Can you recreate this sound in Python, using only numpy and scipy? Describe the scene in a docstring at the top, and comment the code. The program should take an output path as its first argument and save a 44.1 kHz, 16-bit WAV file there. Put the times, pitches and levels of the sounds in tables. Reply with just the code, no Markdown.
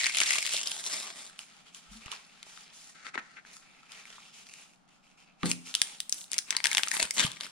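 """Film crackles first: shrink wrap pulled off a cardboard box, close to a stereo camera in a small room.
Then fingers rub and turn the bare card, the box bumps the table, and its sleeve is worked loose
with sharp snaps and slides off with a scrape. Snaps are noise cracks with a brief panel ring; rubbing
and scraping are clouds of tiny slips shaped by the hand's effort; knocks and the room's low ring are
decaying tones. The room's reflections and a low murmur of its air lie behind."""
import sys
import numpy as np
from scipy import signal
from scipy.fft import rfft, irfft, next_fast_len
from scipy.io import wavfile
from scipy.ndimage import uniform_filter1d

SR = 44100
rng = np.random.default_rng(int(sys.argv[2]) if len(sys.argv) > 2 else 0)


def pcm_store(signal):
    """Save signal as 16-bit PCM."""
    levels = np.round(np.clip(np.atleast_2d(signal), -1, 1) * 32767)
    wavfile.write(sys.argv[1], SR, levels.astype(np.int16).T)


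N = 331191

TOP_HZ = 16300  # upper limit of the camera's sound
REFERENCE_DB = -45  # middle-band level of a reference stroke, before the layer's gain

# Creases of film and card snapping, levels before the layer's gain: (time [s], middle-band level [dB],
# treble re middle [dB], panel pitch [Hz], left minus right [dB], limited in sides())
CREASE_SNAPS = [(0.0423, -31, -8.5, 4360, 10), (0.066, -25, -5.5, 2340, 1), (0.096, -34.5, -9, 2240, 8),
                (0.172, -36.5, -1, 2060, 15), (0.1855, -34, 2, 6100, 15), (0.216, -26.5, -15.5, 2260, 20),
                (0.307, -25.5, -7.5, 2130, 18), (0.335, -34, -2, 2030, 19), (0.383, -33, -9, 2740, 10),
                (0.4645, -36, 1.5, 3000, 14), (0.632, -43, 5, 2920, 0), (0.673, -41, 9, 5340, 1),
                (0.84, -48, 4, 3630, -7), (0.8635, -42, 4.5, 3580, -4), (0.7165, -37.5, 1.5, 3320, -1),
                (1.391, -41.5, -3.5, 2960, -5), (1.7469, -51.5, 4, 3170, -1), (2.0596, -47, -4.5, 2860, 2),
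                (2.081, -49.5, -26, 1190, 0), (2.5745, -52, -14, 1290, 10), (3.45, -56, -30, 1710, 4),
                (2.1166, -41, -4, 3020, -12.5), (2.429, -46.5, -4.5, 7140, 4.5),
                (3.1553, -39.5, -27, 2180, 10), (3.9196, -51.5, 2, 3250, -1), (4.054, -47, -14, 2300, 2),
                (3.0665, -41.5, -22, 2030, 10), (3.177, -37, -32.5, 1880, 10), (4.468, -58.5, -1, 5100, 2),
                (4.538, -50.5, -0.5, 2440, 2.5), (5.4319, -34, -18, 1170, -0.5),
                (5.4575, -40.5, 2.5, 7800, 8.5), (5.5148, -29.5, 3, 2500, 1.5), (5.741, -37.5, -1, 3800, 3),
                (5.7509, -27, 2, 3140, -0.5), (5.817, -25, 3, 9400, 4), (6.003, -37.5, 5, 3740, 2),
                (6.095, -55.5, 21, 10600, 3), (6.125, -43, 16.5, 6400, 4.5), (6.317, -50, 14, 9200, 6.5),
                (6.3321, -40, 8, 8800, 0), (6.342, -43.5, 7, 2070, -2), (6.3819, -37, 11, 5530, -1),
                (6.3876, -38, 7, 6100, 19), (6.5062, -32, 5, 6070, 5), (6.526, -37, -13, 2170, 10),
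                (6.55, -42, -20, 1750, 12), (6.5665, -29.5, 2, 4640, 3.5), (6.586, -44, -16, 2100, 6),
                (6.6026, -39, -14, 2170, 10), (6.6416, -31, 2, 5640, 7.5), (6.6489, -30, -7, 2200, 11),
                (6.6559, -24.5, -2.5, 1740, 4), (6.6691, -33.5, 2, 5230, 10), (6.715, -29.5, -4, 2230, 5),
                (6.7236, -36.5, -15, 1690, 15), (6.7302, -33.5, 1.5, 3260, 0), (6.749, -30, -3, 6400, 10.5),
                (6.7708, -24, -4.5, 3360, 0), (6.781, -25.5, -6, 2000, 10.5), (6.794, -36.5, -20, 1590, 11),
                (6.8338, -27.5, -4, 3330, 5), (6.8727, -38.5, -12, 1290, 6), (6.884, -42, 9.5, 6760, 1),
                (6.9149, -31, -1.5, 1810, 13), (6.9673, -34.5, -14, 6100, 20), (6.999, -35.5, -5, 2180, 13),
                (7.028, -34, 7, 8200, 5.5), (7.108, -34, 4.5, 2130, 3.5), (7.2039, -29.5, -2.5, 5660, 16),
                (7.317, -45.5, 2, 3500, 3), (7.409, -36.5, -5, 4430, 4.5)]
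# Further modes of a snapping panel: (ratio to its pitch, level re main ring [dB])
PANEL_OVERTONES = [(0.582, -21), (1.52, -41), (2.2, -16.5)]
# Colour of a snap, before its bands are levelled: (frequency [Hz], gain [dB])
CREASE_COLOUR = [(200, -18), (600, -17.5), (1200, -7), (2200, 7), (6500, 4), (10000, 3), (11500, -21),
                 (14000, -10), (16500, -39.5)]
RING_SCATTER_DB = 3  # fingers damp each panel differently: spread of the ring lengths
# a dull snap has more body: body re middle [dB], and body lost per dB of treble
SNAP_BODY_DB, SNAP_THINNING = -17, 0.64


def snaps(crack_s, flutter_s, flutter_db, ring_db, ring_cycles, strain_s, strain_db, gain_db, size=1024):
    """A crease strains and flips: a crack, a brief panel ring, and flutter as the wave runs round the sheet."""
    lead = size // 8
    t = (np.arange(size) - lead) / SR
    after, since = t >= 0, np.abs(t)
    rows = np.array(CREASE_SNAPS)
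    pitch_hz = rows[:, 3, None, None]

    noise = rng.standard_normal((len(rows), 3, size))  # one shared by both sides, one for each side
    crack = noise[:, :1] * after * np.exp(-since / crack_s)
    crack /= np.sqrt(np.sum(crack ** 2, axis=-1, keepdims=True))
    flutter_fall = undb(flutter_db) * np.exp(-since / flutter_s)
    strain_rise = undb(strain_db) * np.exp(-since / strain_s)
    flutter = np.where(after, flutter_fall, strain_rise) * (noise[:, :1] + noise[:, 1:])

    turns = pitch_hz * since
    cycles = ring_cycles * undb(RING_SCATTER_DB * rng.standard_normal((len(rows), 1, 1)))
    ring = 0
    for ratio, db in [(0.99, 0)] + PANEL_OVERTONES:
        audible = pitch_hz * ratio < TOP_HZ
        decay = np.exp(-ratio * turns / cycles)  # card is dead after a few cycles
        ring = ring + undb(db) * np.sin(2 * np.pi * ratio * turns) * decay * after * audible

    shapes = crack + flutter + undb(ring_db) * ring
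    coloured = colour(shapes.reshape(-1, size), CREASE_COLOUR)
    bands = np.reshape(split(coloured), (3, -1, 2, size))
    out = np.zeros((2, N + size))
    for k, (s, db, treble_db, _, pan_db) in enumerate(rows):
        body_db = SNAP_BODY_DB - SNAP_THINNING * treble_db
        relative_db = (body_db, 0, treble_db)
        snap = sum(unit(band) * undb(db + rel + gain_db) for band, rel in zip(bands[:, k], relative_db))
        start = int(s * SR) - lead
        out[:, start:start + size] += snap * sides(pan_db)
    return out[:, :N]


# The free stretch of film or card between the fingers rings higher as it gets shorter and tauter:
# (time [s], resonance [Hz], strength before the layer's offset [dB])
FREE_SPAN = [(.1, 2200, 39), (.16, 2800, 26), (.22, 2190, 26), (.33, 2320, 22.5), (.52, 2560, 24.5),
             (.72, 3200, 15), (.9, 3330, -32), (1.76, 3070, 0), (2.1, 3000, -21), (2.8, 3240, 0),
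             (3.1, 1940, -19), (4.06, 2400, -3.5), (4.13, 3900, -18), (4.25, 3100, 9), (4.42, 2920, 2),
             (5.5, 2600, -2), (5.8, 3450, 2), (6.52, 2200, 3.5), (6.92, 1930, -2), (7.2, 3180, -3)]


def rustle(levels, spectrum, rate, spread_db, ring_db, hiss_db, gain_db, pan_db, span_db,
           span_width_hz=650, rate_growth=0.092, apart=1.93, cycles=3.0, bunch_db=4, drift_db=1.5, count=18):
    """Countless slips and buckles of very unequal size; each facet has its own pitch and gives way in spurts."""
    heard = np.flatnonzero(levels[1] > -90)
    span = slice(heard[0], heard[-1])
    age = np.arange(512) / SR
    grains = np.zeros((2, N))[:, span]
    # a harder stroke slips more often
    rate = (rate * undb(rate_growth * (levels[1] - REFERENCE_DB)))[span]
    for hz in np.geomspace(600, 10000, count):
        noise = rng.standard_normal((3, len(age)))
        # quick spurts, and the grip moving over the facets
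        strain_db = (bunch_db * walk(30) + drift_db * walk(4.2))[span]
        chance_size = np.minimum(rng.exponential(size=N)[span], 4.5)
        sizes = undb(spread_db * chance_size + strain_db)
        slips = (rng.random(N)[span] < rate / count / SR) * sizes
        crack = noise[0] * np.exp(-age / 0.0001)
        crack = crack + 0.53 * (noise[0] + apart * noise[1:]) * np.exp(-age / 0.0015)
        ring = np.sin(2 * np.pi * hz * age) * np.exp(-age * hz / cycles)
        grain = unit(crack) + undb(ring_db) * np.sqrt(hz / 3000) * unit(ring)
        grains += convolve(slips, grain)

    hiss = rng.standard_normal((3, N))[:, span]
    grains = unit(grains) + undb(hiss_db) * (hiss[0] + apart * hiss[1:])
    times, *columns = np.transpose(FREE_SPAN)
    span_hz, strength_db = (np.interp(np.arange(N)[span] / SR, times, column) for column in columns)
    grains = grains + undb(span_db + strength_db) * resonate(grains, span_hz, span_width_hz)

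    out = np.zeros((2, N))
    for band, db, lean in zip(split(colour(grains, spectrum)), levels, (.5, 1, 0)):
        # the hand's effort sets how much energy the slips release over a few hundredths of a second
        power = uniform_filter1d(np.mean(band ** 2, axis=0), size=1800)
        level = undb(db[span] + gain_db)
        out[:, span] += band / np.sqrt(np.abs(power) + 1e-12) * level * sides(lean * pan_db)
    return out


def effort(strokes, attack_s, release_s, rest_db, body_db, body_growth):
    """Body, middle and treble levels [dB]: strokes swell, hold and die away over a faint resting contact."""
    t = np.arange(N) / SR
    touching = (t >= strokes[0][0]) & (t < strokes[-1][0] + strokes[-1][1] + .1)
    middle = treble = undb(rest_db) ** 2 * touching + 1e-14
    for s, hold_s, db, treble_db in strokes:
        swell = np.minimum(t - s, 0) / attack_s
        fall = np.maximum(t - s - hold_s, 0) / release_s
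        shape = np.exp(swell - fall)
        middle = middle + (undb(db) * shape) ** 2
        treble = treble + (undb(db + treble_db) * shape) ** 2
    middle, treble = 10 * np.log10(middle), 10 * np.log10(treble)
    # body_db is the body of a reference stroke
    return body_db + body_growth * (middle - REFERENCE_DB), middle, treble


# Tugs that peel the film, weaker as it comes free, levels before the layer's gain:
# (full from [s], hold [s], middle-band level [dB], treble re middle [dB])
FILM_TUGS = [(0.0, 0.071, -30, -3.5), (.145, 0.04, -30.5, -3.5), (.198, 0.028, -29, -0.5),
             (.275, 0.064, -30.5, -1), (.35, 0.095, -34, -1.5), (.475, 0.08, -38.5, 1),
             (.53, 0.059, -35, 1), (.668, 0.003, -38, 1), (.71, 0.092, -46, 3), (.855, 0.028, -44, 6),
             (.928, 0.0094, -37, 2), (.98, 0.03, -44, 3), (1.04, 0.056, -46, -2), (1.165, 0.04, -50, 0),
             (1.205, 0.063, -54.5, 3.5)]
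# Colour of the film, before its bands are levelled: (frequency [Hz], gain [dB])
FILM_COLOUR = [(59, -51.5), (100, -45), (160, -20.5), (308, -19), (854, -17), (1550, -9), (2080, 2.5),
               (2800, -0.5), (5770, -3.5), (6990, -0.5), (9610, -3), (11600, -19.5), (14400, -20),
               (16000, -48.5)]
# Taut film crackles coarsely, loose film slides off in a fine swish:
# (time [s], crinkles at the reference level [1/s])
CRINKLE_RATE = [(.62, 1300), (.95, 11000)]


def film_peeling():
    """Stiff film, tugged off close to the microphones, buckles in clusters."""
    levels = effort(FILM_TUGS, attack_s=0.021, release_s=0.04, rest_db=-76, body_db=-51, body_growth=0.82)
    return rustle(levels, FILM_COLOUR, rate=over_time(CRINKLE_RATE), spread_db=3.3, ring_db=-4.5,
                  hiss_db=-20, gain_db=1.3, pan_db=2.0, span_db=-1.5, bunch_db=3.2, drift_db=0.0)


# Pushes that scrape the sleeve along the box, levels before the layer's gain:
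# (full from [s], hold [s], middle-band level [dB], treble re middle [dB])
SLEEVE_PUSHES = [(5.435, 0.027, -49.5, -19), (5.46, 0.014, -39, 2), (5.495, 0.01, -41.5, 6.5),
                 (6.128, 0.1, -54, 8.5), (6.322, 0.049, -46, -5), (6.48, 0.022, -49.5, -6),
                 (6.512, 0.039, -43.5, -16), (6.647, 0.033, -43.5, 0), (6.695, 0.036, -43, -2),
                 (6.772, 0.014, -39.5, 4.5), (6.83, 0.13, -49.5, 4.5), (6.935, 0.051, -36, 3),
                 (7.002, 0.028, -31.5, -1.5), (7.148, 0.02, -50.5, 14.5), (7.18, 0.013, -27, -1),
                 (7.203, 0.04, -27, -4.5), (7.31, 0.063, -49.5, -9), (7.413, 0.047, -43, -4.5)]
# Colour of the scraped card, before its bands are levelled: (frequency [Hz], gain [dB])
CARD_COLOUR = [(88, -28.5), (150, -11.5), (689, -18.5), (888, -14.5), (2100, -2.5), (2700, -5.5),
               (3290, -4.5), (6140, -0.5), (8070, 4), (9630, 1), (14200, -17.5), (16000, -31)]
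# The sleeve skids smoothly at first, catches while it is worked loose, then slides:
# (time [s], slips at the reference level [1/s])
SLIP_RATE = [(5.52, 20000), (5.6, 450), (6.9, 450), (6.94, 1700)]


def sleeve_sliding():
    """Card scrapes on card in slips that grow somewhat denser with a harder push."""
    levels = effort(SLEEVE_PUSHES, attack_s=0.0091, release_s=0.023, rest_db=-64.0, body_db=-53.5,
                    body_growth=0.88)
    return rustle(levels, CARD_COLOUR, rate=over_time(SLIP_RATE), spread_db=4.0, ring_db=0,
                  hiss_db=-17.0, gain_db=-0.5, pan_db=4.5, span_db=2.5, rate_growth=0.35)


# Strokes of the fingers over the bare card, levels before the layer's gain:
# (full from [s], hold [s], middle-band level [dB], treble re middle [dB])
FINGER_RUBS = [(1.27, 0.097, -63, -19), (1.395, 0.024, -56, 2), (1.48, .13, -62.5, -4.5),
               (1.665, 0.018, -59.5, -6), (1.75, 0.025, -57.5, 1.5), (1.83, 0.083, -63.5, -5),
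               (1.92, 0.053, -58.5, 0.5), (2.015, 0.05, -56.5, -6), (2.065, 0.0092, -54.5, -16),
               (2.12, 0.0066, -44.5, -6), (2.19, 0.083, -63, -4), (2.3, 0.16, -63, -6),
               (2.47, 0.16, -59, 0.5), (2.66, 0.058, -61, -10), (2.74, .16, -61.5, 4.5),
               (3.465, 0.067, -59.5, -4.5), (3.535, 0.034, -62.5, 6.5), (3.62, 0.28, -63.5, -9),
               (3.91, 0.1, -54.5, -5), (4.07, 0.092, -56.5, -3.5), (4.2, 0.087, -59.5, -3),
               (4.34, .075, -58, 0), (4.47, 0.16, -58.5, -0.5), (4.66, 0.078, -70.5, 0.5),
               (4.89, .07, -70, -4), (5.04, 0.08, -69, -4), (5.185, 0.039, -64, -4.5),
               (5.28, 0.0074, -64.5, -16), (5.41, .02, -59.5, -5.5), (5.665, 0.031, -52, 2.5),
               (5.76, 0.11, -52.5, 2.5), (5.895, 0.052, -56, 0)]
# Colour of skin on card, before its bands are levelled: (frequency [Hz], gain [dB])
SKIN_COLOUR = [(180, -58), (300, -18), (455, -1.5), (494, -9.5), (725, -13.5), (1100, -5), (1640, -8),
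               (2360, -3), (3190, -7), (7440, -3.5), (8360, -10), (9550, -7), (11700, -25), (14500, -23),
               (16000, -58)]


def finger_rubbing():
    """Skin on card is smooth: its facets ring little and their balance drifts slightly."""
    levels = effort(FINGER_RUBS, attack_s=0.012, release_s=0.039, rest_db=-85.0, body_db=-59.5,
                    body_growth=1.0)
    return rustle(levels, SKIN_COLOUR, rate=6000, spread_db=3.0, ring_db=-4, hiss_db=-7.5,
                  gain_db=2.72, pan_db=0.5, span_db=3.5, bunch_db=3.0, drift_db=2)


# Squeezes of the hollow end of the box, levels before the layer's gain:
# (full from [s], hold [s], middle-band level [dB], treble re middle [dB])
BOX_GRIPS = [(2.95, 0.12, -57.5, -4.5), (3.05, 0.04, -47.5, -6), (3.144, 0.0091, -40.5, -12),
             (3.18, 0.012, -40.5, -14.5), (3.215, 0.157, -62, -5), (3.367, 0.023, -49.5, -17)]
# Colour of the hollow end, before its bands are levelled: (frequency [Hz], gain [dB])
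HOLLOW_COLOUR = [(90, -40), (250, -10), (1000, -14.5), (1400, 6.5), (2200, 12), (3000, -2), (5300, -18),
                 (6600, -17.5), (10000, -29), (16000, -81)]


def box_gripping():
    """The hollow end gives under the hand in short squeezes."""
    levels = effort(BOX_GRIPS, attack_s=0.0032, release_s=0.0078, rest_db=-73.0, body_db=-52.0,
                    body_growth=1.0)
    return rustle(levels, HOLLOW_COLOUR, rate=4900, spread_db=-2.0, ring_db=-14.0, hiss_db=-7.0,
                  gain_db=3.5, pan_db=2.5, span_db=-5)


# Panels of the box under the fingers: (resonance [Hz], width [Hz], level [dB])
BOX_PANELS = [(792, 140, 3), (1318, 78, -1)]


def panels(x):
    """The box's panels ring along with whatever rubs them."""
    ringing = 0
    for hz, width_hz, db in BOX_PANELS:
        ringing = ringing + undb(db) * signal.lfilter(*signal.iirpeak(hz, hz / width_hz, fs=SR), x)
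    return x + ringing


# Air in the sleeve, deeper as the inner box slides out: (time [s], resonance [Hz], level [dB])
SLEEVE_AIR = [(6.4, 1310, -22), (6.55, 970, 9), (6.72, 870, 2), (6.97, 820, 3), (7.03, 504, 8.5),
              (7.3, 460, -7)]


def cavity(x, width_hz):
    """The hollow of the sleeve answers what is heard with one falling resonance."""
    s, hz, db = np.transpose(SLEEVE_AIR)
    t = np.arange(N) / SR
    return resonate(x, np.interp(t, s, hz), width_hz) * undb(np.interp(t, s, db)) * (t > s[0])


# Soft knocks on the hollow box: (time [s], envelope peak [dB], pitch [Hz], swell [s])
BOX_KNOCKS = [(.543, -33.5, 616, 0.0011), (1.884, -53.5, 45.6, 0.027), (1.912, -49, 202, 0.0092),
              (1.948, -50.5, 223, 0.017), (2.061, -34, 70.6, 0.00089), (2.126, -34, 1060, 0.0012),
              (2.467, -45, 800, 0.00048), (4.182, -40, 1110, 0.00085), (3.156, -38, 364, 0.0019),
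              (3.178, -40, 245, 0.0028), (5.4353, -28.5, 227, 0.0052), (5.817, -47.5, 135.4, 0.0021),
              (7.022, -35.5, 430, 0.001), (7.03, -48, 54.4, 0.0053), (7.247, -24.5, 159, 0.0025)]


def knocks():
    """The box and the air in it swing for a few cycles."""
    out, t = np.zeros(N), np.arange(8192) / SR
    for s, db, hz, swell_s in BOX_KNOCKS:
        envelope = undb(db) * t / swell_s * np.exp(1 - t / swell_s)
        swing = envelope * np.sin(2 * np.pi * hz * t)
        start = int(s * SR)
        out[start:start + len(t)] += swing[:N - start]
    return out


# Low modes of the room, set ringing by the bump:
# (frequency [Hz], level re BUMP_DB [dB], t60 [s], left leads by [rad])
ROOM_MODES = [(175, 7.5, 0.49, 2), (223, -8, 0.36, 0), (257, -2.5, 0.64, 0.1), (270, -9, 0.45, 0.29),
              (295.3, -7, 0.5, 0.55), (499, -7.5, 0.22, 0.66)]
BUMP_S, BUMP_DB = 5.433, -34.5


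def bump(rumble_db, rumble_t60_s, low_hz, high_hz, rattle_db, rattle_t60_s, rattle_low_hz, rattle_high_hz):
    """The room rings low after the box bumps the table, with a dying rumble and a brief chatter of the box."""
    t = np.maximum(np.arange(N) / SR - BUMP_S, 0)
    half = np.array([[.5], [-.5]])
    ring = 0
    for hz, db, t60, lead in ROOM_MODES:
        ring = ring + undb(db - 60 * np.minimum(t / t60, 2)) * np.sin(2 * np.pi * hz * t + half * lead)
    rumble = rumble_db, rumble_t60_s, [low_hz, high_hz]
    rattle = rattle_db, rattle_t60_s, [rattle_low_hz, rattle_high_hz]
    shake = 0
    for db, t60, band in (rumble, rattle):
        sos = signal.butter(2, band, "band", fs=SR, output="sos")
        shudder = unit(signal.sosfilt(sos, rng.standard_normal(N)))
        shake = shake + shudder * undb(db - 60 * np.minimum(t / t60, 2))
    swell = 1 - np.exp(-t / 0.00062)
    return swell * (undb(BUMP_DB) * ring + shake)


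# The camera's two ports: (frequency [Hz], left leads by [rad])
CAMERA_PORTS = [(120, 1), (260, -0.1), (520, -1.1), (1120, 1.5), (2100, -1.03), (4300, 0.33), (8700, 3.5),
                (16000, 10)]


def ports(x):
    """Near sound bends round the camera and reaches its two ports out of step."""
    size = next_fast_len(N + 2048, real=True)
    turn = np.exp(1j * np.array([[.5], [-.5]]) * along(CAMERA_PORTS, size))
    return irfft(rfft(x, size) * turn, size)[:, :N]


# Colour of the room's reflections: (frequency [Hz], gain [dB])
WALL_COLOUR = [(100, -1), (250, 2), (600, 4.5), (1500, 3.5), (3000, 1.5), (7000, -1), (9500, 3),
               (12000, -16.5), (16000, 19)]


def room(x, t60_s, wet_db, early_s, early_db):
    """Quick reflections from table and hands, then the diffuse tail of a small room."""
    t = np.arange(SR // 2) / SR
    noise = rng.standard_normal((2, 2, len(t))) * (t > .003)
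    tail = unit(noise[0] * np.exp(-np.log(1000) * t / t60_s))
    early = unit(noise[1] * np.exp(-t / early_s))
    reflections = undb(wet_db) * tail + undb(early_db) * early
    response = colour(reflections, WALL_COLOUR) / np.sqrt(len(t))
    return convolve(x.mean(axis=0), response)


# Colour of the room's air, before it is levelled: (frequency [Hz], gain [dB])
HUSH_COLOUR = [(25, -1), (92, -16.5), (170, 6.5), (260, 0), (400, -12), (570, -9), (775, -1), (950, -9.5),
               (1350, -6.5), (2000, -17.5), (4500, -20), (9600, -39), (16000, -50.5)]
HUSH_DB = -65.5  # rms over both channels


def hush(apart):
    """Steady low murmur of the room's air and faint hiss."""
    air = rng.standard_normal(N) + apart * rng.standard_normal((2, N))
    return unit(colour(air, HUSH_COLOUR, size=8192)) * undb(HUSH_DB)


def undb(db):
    """Decibels to gain."""
    return 10 ** (np.asarray(db) / 20)


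def unit(x):
    """Scale to rms 1."""
    return x / np.sqrt(np.mean(x ** 2) + 1e-20)


def sides(pan_db):
    """Left and right gains; the small camera shades one port only so far."""
    return undb(np.array([[.5], [-.5]]) * np.clip(pan_db, -10, 10))


def along(points, size):
    """A table over log frequency, read at the bins of a transform."""
    hz, value = np.transpose(points)
    bins_hz = np.arange(size // 2 + 1) * SR / size
    return np.interp(np.log(bins_hz + 1), np.log(hz + 1), value)


def over_time(points):
    """A table over time, read at every sample."""
    return np.interp(np.arange(N) / SR, *np.transpose(points))


def walk(rate):
    """Smooth random wander through `rate` knots a second, with an rms near 1.9."""
    knots = rng.standard_normal(4096)
    return 2.32 * np.interp(np.arange(N) / SR * rate, np.arange(len(knots)), knots)


def convolve(x, response):
    """Pass each channel through a response, keeping the length."""
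    return signal.fftconvolve(np.atleast_2d(x), np.atleast_2d(response), axes=-1)[:, :x.shape[-1]]


def colour(x, points, size=2048):
    """Causal minimum-phase filter with the given spectrum, by way of the cepstrum."""
    cepstrum = irfft(np.log(undb(along(points, size))))
    cepstrum[1:size // 2] *= 2
    cepstrum[size // 2 + 1:] = 0
    return convolve(x, irfft(np.exp(rfft(cepstrum))))


# Body, middle and treble: (low edge [Hz], high edge [Hz])
BAND_EDGES = [(120, 1200), (1200, 4200), (4800, 17000)]


def split(x):
    """Body, middle and treble bands."""
    return [signal.sosfilt(signal.butter(3, band, "band", fs=SR, output="sos"), x) for band in BAND_EDGES]


def resonate(x, hz, width_hz):
    """One resonance whose centre moves, gain 1 at the centre."""
    swing = np.exp(2j * np.pi * np.cumsum(hz) / SR)
    keep = np.exp(-np.pi * width_hz / SR)
    return 2 * np.real(signal.lfilter([1 - keep], [1, -keep], x / swing) * swing)


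def scene():
    """All the handling noises, near and by way of the room."""
    near = snaps(crack_s=0.000057, flutter_s=0.0015, flutter_db=1.0, ring_db=9, ring_cycles=2.3,
                 strain_s=0.00069, strain_db=-31.0, gain_db=-3.0)
    near += film_peeling()
    near += sleeve_sliding()
    near += panels(finger_rubbing() + box_gripping())
    near += cavity(near, width_hz=128) + knocks()
    bump_ring = bump(rumble_db=-33.5, rumble_t60_s=0.35, low_hz=123, high_hz=364,
                     rattle_db=-37.5, rattle_t60_s=0.11, rattle_low_hz=684, rattle_high_hz=1550)
    echo = room(near, t60_s=.42, wet_db=-15, early_s=.012, early_db=-14)
    return ports(near) + echo + bump_ring + hush(apart=3.7)


def record(dry):
    """The camera cuts the top with a steep low-pass."""
    return signal.sosfilt(signal.ellip(8, .2, 70, TOP_HZ, fs=SR, output="sos"), dry)


dry = scene()
out = record(dry)
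pcm_store(out)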